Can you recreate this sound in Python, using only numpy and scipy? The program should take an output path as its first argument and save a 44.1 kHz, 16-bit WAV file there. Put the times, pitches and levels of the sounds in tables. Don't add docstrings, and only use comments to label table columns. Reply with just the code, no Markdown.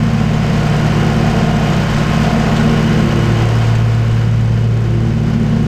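import sys
import numpy as np
from scipy import signal
from scipy.fft import rfft, irfft
from scipy.io import wavfile

SR = 44100
rng = np.random.default_rng(int(sys.argv[2]) if len(sys.argv) > 2 else 0)


def unload_audio(sound):
    columns = np.transpose(np.atleast_2d(sound))
    steps = np.round(np.clip(columns, -1, 1) * 32767)
    wavfile.write(sys.argv[1], SR, steps.astype(np.int16))


N = 250047
T = np.arange(N) / SR


def gain_of(db):
    return 10 ** (np.asarray(db) / 20)


def evened(x):
    return x / np.sqrt(np.mean(x ** 2) + 1e-20)


def curves(rows):
    s, *columns = np.transpose(rows)
    return [np.interp(T, s, column) for column in columns]


def colour(x, points):
    hz, db = np.transpose(points)
    f = np.fft.rfftfreq(len(x), 1 / SR)
    response_db = np.interp(np.log(f + 1), np.log(hz), db, right=-90)
    return evened(irfft(rfft(x) * gain_of(response_db), len(x)))


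def drift(hz):
    path_rate = 512
    f = np.fft.rfftfreq(4096, 1 / path_rate)
    noise = rng.standard_normal(2 * len(f) - 2)
    path = irfft(rfft(noise) / (1 + (f / hz) ** 2))
    return evened(np.interp(T * path_rate, np.arange(len(path)), path))


def tones(turns, orders, waver, waver_hz, smear=None):
    out = np.zeros(N)
    for order, db in orders:
        start = rng.random() if smear is None else smear * order ** 2
        angle = 2 * np.pi * (order * turns + start)
        in_phase = (1 + waver * drift(waver_hz)) * np.cos(angle)
        quadrature = waver * drift(waver_hz) * np.sin(angle)
        out += gain_of(db) * (in_phase + quadrature)
    return out * np.sqrt(2 / (1 + 2 * waver ** 2))


def add(mix, s, sound):
    part = mix[max(round(s * SR), 0):][:len(sound)]
    part += sound[:len(part)]


# [multiple of the four-stroke cycle, level/dB]
SHAKE = [(1, -37.5), (2, -25), (3, -39), (4, -40.5)]
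# [multiple of the cycle, level/dB]
EXHAUST = [(5, -17.5), (6, -24.5), (7, -26), (8, -43), (10, -37), (11, -43), (12, -41.5), (13, -38),
           (14, -68), (15, -45.5), (16, -36), (17, -43), (18, -41.5), (19, -39)]
# [t/s, gain/dB]
EXHAUST_LEVEL = [(0, -0.5), (1.65, 0.5), (1.95, -.5), (3.0, 1), (3.9, -8.5), (4.6, -5), (4.95, -6.5),
                 (5.45, .3)]
# [f/Hz, relative level/dB]
BOOM = [(80, -16), (130, -10.5), (160, -1.5), (205, -2.5), (240, -6), (262, -12), (400, -31.5)]
# [multiple of the cycle, level/dB]
WHIRR = [(33, -44), (35, -40), (36, -40.5), (42, -44), (43, -44), (83, -47.5), (84, -44), (85, -46.5),
         (91, -45), (92, -50)]


def engine(cycles, rush, chute_db):
    exhaust_db, = curves(EXHAUST_LEVEL)
    shake = -tones(cycles, SHAKE, waver=0.12, waver_hz=6.5, smear=0.253)
    drone = -tones(cycles, EXHAUST[:4], waver=0.091, waver_hz=3.5, smear=.25)
    boom = gain_of(-23.5) * colour(rng.standard_normal(N), BOOM)
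    exhaust = gain_of(exhaust_db) * (drone + boom)
    rasp_gain = rush ** 0.48 * gain_of(0.39 * chute_db)
    rasp = rasp_gain * tones(cycles, EXHAUST[4:], waver=0.14, waver_hz=10.0)
    whirr = rush ** 1.1 * tones(cycles, WHIRR, waver=0.55, waver_hz=17)
    return shake + exhaust + rasp + whirr


FAN_ORDER = 48
# [t/s, level/dB]
WHISTLE_LEVEL = [(0, -56), (.62, -44), (2.25, -43), (2.6, -40.5), (3.4, -38.5), (3.75, -48), (4.3, -45),
                 (5, -53)]


def fan(cycles, rush, whine_db=-36.0):
    whistle_db, = curves(WHISTLE_LEVEL)
    flywheel = cycles + 0.00093 * drift(10.0)
    whine = tones(flywheel, [(FAN_ORDER, 0)], waver=0.3, waver_hz=16)
    whistle = tones(flywheel, [(2 * FAN_ORDER, 0)], waver=0.84, waver_hz=12)
    return gain_of(whine_db) * rush ** 1.35 * whine + gain_of(whistle_db) * whistle


# [f/Hz, relative level/dB]
CLATTER = [(600, -22), (900, 3), (1450, 1.5), (2200, -0.5), (3100, -7.5), (3500, -7.5), (5500, -20),
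           (8000, -26), (10000, -34.5)]


def clatter(cycles):
    pattern = irfft(np.exp(2j * np.pi * rng.random(731)))
    place = (cycles + 0.00047 * drift(12)) % 1 * len(pattern)
    return colour(np.interp(place, np.arange(len(pattern)), pattern), CLATTER)


# [f/Hz, relative level/dB]
VALVE_HISS = [(2000, -12), (5000, 8), (8000, 3.5), (10000, -9.5), (11500, -9), (13000, -5.5), (14200, -10),
              (15600, -22)]


def valves(cycles):
    first = np.exp(-((cycles - .02) % 1) / 0.13)
    second = 0.63 * np.exp(-((cycles - .47) % 1) / 0.12)
    grit_db = 1.1 * drift(60) + 2.7 * rng.standard_normal(N)
    grit = rng.standard_normal(N) * gain_of(grit_db)
    return colour(grit * (0.19 + first + second), VALVE_HISS)


# [multiple of the blade-pass rate, level/dB]
BLADES = [(1, -18.5), (2, -25.5), (3, -34)]
# [multiple of spindle speed, level/dB]
SPINDLE = [(1, -48), (3, -28), (8, -33), (10, -42), (12, -39.5), (14, -47)]


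def blades(turns, rush):
    hum = np.zeros(N)
    for order, db in BLADES:
        line = tones(turns, [(2 * order, 0)], waver=0.039 * order * order, waver_hz=9.6)
        hum += gain_of(db) * in_step(order) * line
    return hum + rush ** 0.77 * tones(turns, SPINDLE, waver=0.68, waver_hz=2.4)


# [t/s, lag of one/blade passes, lag of the other/blade passes]
SLIP = [(0, .922, 0.47), (.67, 0.74, 0.48), (1.08, 0.6, .601), (1.44, .659, .489), (1.92, .75, .47),
        (2.44, 0.46, 0.47), (2.9, .43, 0.46), (3.4, 0.26, 0.29), (3.6, 0.24, 0.11), (4.68, .29, 0.15),
        (5.0, 0.34, 0.08), (5.18, 0.43, 0.15), (5.67, 0.576, 0.058)]
OUTER_BLADES = (0.81, 0.76)


def in_step(order):
    phasors = 1
    for size, lag in zip(OUTER_BLADES, curves(SLIP)):
        phasors = phasors + size * np.exp(2j * np.pi * order * lag)
    return abs(phasors)


# [f/Hz, relative level/dB]
ROAR = [(20, 0), (90, 3.5), (270, -4.5), (380, -4.5), (520, -1), (900, -2.5), (1200, -7.5), (1450, -3),
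        (1650, -6.5), (2200, -8), (2700, -13), (3130, -7.5), (3400, -25), (5000, -44)]
# [f/Hz, relative level/dB]
CHUTE = [(250, -12.5), (310, -7), (355, 0), (410, 2), (470, -3), (520, -5), (600, -14)]
# [f/Hz, relative level/dB]
HOLLOW = [(450, -33), (610, -7), (680, -1), (730, -6), (790, 5), (850, -10), (1100, -44)]
# [multiple of the four-stroke cycle, relative level/dB]
RING = [(21, -10.5), (22, -10), (23, -6), (24, -5), (25, -9.5), (26, -16)]
# [t/s, gain/dB]
HOLLOW_LEVEL = [(0, -3.5), (1.1, -1.5), (1.55, 3.5), (1.9, -10), (2.38, 0.5), (3.1, -8.5), (3.5, -2.5),
                (3.9, -9), (5.67, -4)]


def deck(cycles, rush, flutter_db, chute_db, roar_db=-23.5):
    hollow_db, = curves(HOLLOW_LEVEL)
    throb = 1 + 0.017 * np.cos(2 * np.pi * cycles)
    roar = gain_of(roar_db + flutter_db) * colour(rng.standard_normal(N) * throb, ROAR)
    chute = gain_of(-32.0) * colour(rng.standard_normal(N), CHUTE)
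    hollow_air = gain_of(-34.0) * colour(rng.standard_normal(N), HOLLOW)
    engine_ring = gain_of(-26.5) * tones(cycles, RING, waver=0.29, waver_hz=12)
    hollow = gain_of(hollow_db) * (hollow_air + engine_ring)
    return rush * (roar + hollow) + gain_of(chute_db) * chute


# [f/Hz, relative level/dB]
HISS = [(1500, -34), (3000, -2.5), (3700, 3.5), (5300, 1.5), (7000, -4), (8300, -10.5), (9800, -19.5),
        (12500, -16.5), (15500, -31)]


def grass(per_s=350, spread_db=3):
    sizes_db = spread_db * np.minimum(rng.exponential(1, N), 4)
    sizes = gain_of(sizes_db) * rng.choice([-1, 1], N)
    ticks = colour(sizes * (rng.random(N) < per_s / SR), HISS)
    hiss = colour(rng.standard_normal(N), HISS)
    return gain_of(-1.5) * hiss + gain_of(-11.5) * ticks


def bodywork(x, reach_s=0.0065, count=8):
    echo = .09
    taps = np.zeros(SR // 50)
    taps[0] = 1
    delays = rng.uniform(.05, 1, count) * reach_s * SR
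    delays = np.clip(delays, 1, len(taps) - 1).astype(int)
    taps[delays] += echo * rng.choice([-1, 1], count)
    return signal.oaconvolve(x, taps / np.linalg.norm(taps))[:N]


# [t/s, thud level/dB, rattle level/dB]
BUMPS = [(.333, -18, -32), (.768, -33, -37), (1.432, -24, -32), (1.559, -21, -34), (1.733, -25, -30),
         (1.944, -14, -30), (1.983, -27, -26), (2.236, -29, -32), (2.564, -21, -26.5), (3.668, -20, -32),
         (3.753, -23, -32), (4.114, -14, -37)]
# [f/Hz, relative level/dB]
RATTLE = [(300, -44), (900, -25), (1900, 8), (3200, 18), (5500, 6), (8000, 8.5), (10000, -32), (13000, -21),
          (15500, -35)]


def bumps(thud_hz=21, thud_s=0.017, rattle_s=0.014):
    t = np.arange(SR // 4) / SR
    out = np.zeros(N)
    for s, thud_db, rattle_db in BUMPS:
        thud = -np.sin(2 * np.pi * thud_hz * t) * np.exp(-t / thud_s)
        rattle = colour(rng.standard_normal(len(t)), RATTLE) * np.exp(-t / rattle_s)
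        add(out, s, gain_of(thud_db) * thud + gain_of(rattle_db) * rattle)
    return out


# [t/s, crankshaft turn rate f/Hz]
CRANK = [(0, 60.23), (.6, 60.25), (.9, 59.96), (1.6, 59.87), (2.1, 60.05), (2.65, 60.68), (3.9, 60.62),
         (5.1, 60.85), (5.67, 60.78)]
BELT = .93934
# [t/s, gain/dB]
ROAR_LEVEL = [(0, -5), (.72, -.6), (1.5, -0.9), (2.2, 1), (3.48, -1.85), (3.95, -6), (4.7, -10), (5.67, -8)]
# [t/s, gain/dB]
CHUTE_LEVEL = [(0, -3.5), (1.1, 4.5), (1.7, -1), (2.85, 4), (3.42, 2.5), (3.75, -3), (4.48, -5.5),
               (4.76, 1), (5.67, -2)]


def scene(grass_db=-35, valves_db=-42, clatter_db=-30.5):
    speed, = curves(CRANK)
    crank = np.cumsum(speed * (1 + 0.001023 * drift(6.37))) / SR
    cycles, spindle = crank / 2, crank * BELT
    roar_gain_db, = curves(ROAR_LEVEL)
    rush = gain_of(roar_gain_db)
    chute_db, = curves(CHUTE_LEVEL)
    tufts = drift(28)
    knocks = gain_of(clatter_db) * rush * clatter(cycles)
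    motor = engine(cycles, rush, chute_db) + fan(cycles, rush) + knocks
    cutting = blades(spindle, rush) + deck(cycles, rush, 1.04 * tufts, chute_db)
    stalks = gain_of(grass_db + .95 * tufts) * grass()
    puffs = gain_of(valves_db) * valves(cycles)
    hiss = rush ** 0.94 * (stalks + puffs)
    return (motor + cutting + bodywork(hiss) + bumps())[None]


EDGE_HZ = 15650


def record(dry):
    rounded = dry / (1 + (dry / .9) ** 8) ** (1 / 8)
    faded = rounded * signal.windows.tukey(N, .001)
    low_pass = signal.firwin(511, EDGE_HZ, window=("kaiser", 9), fs=SR)
    return signal.oaconvolve(faded, low_pass[None], "same")


dry = scene()
out = record(dry)
unload_audio(out)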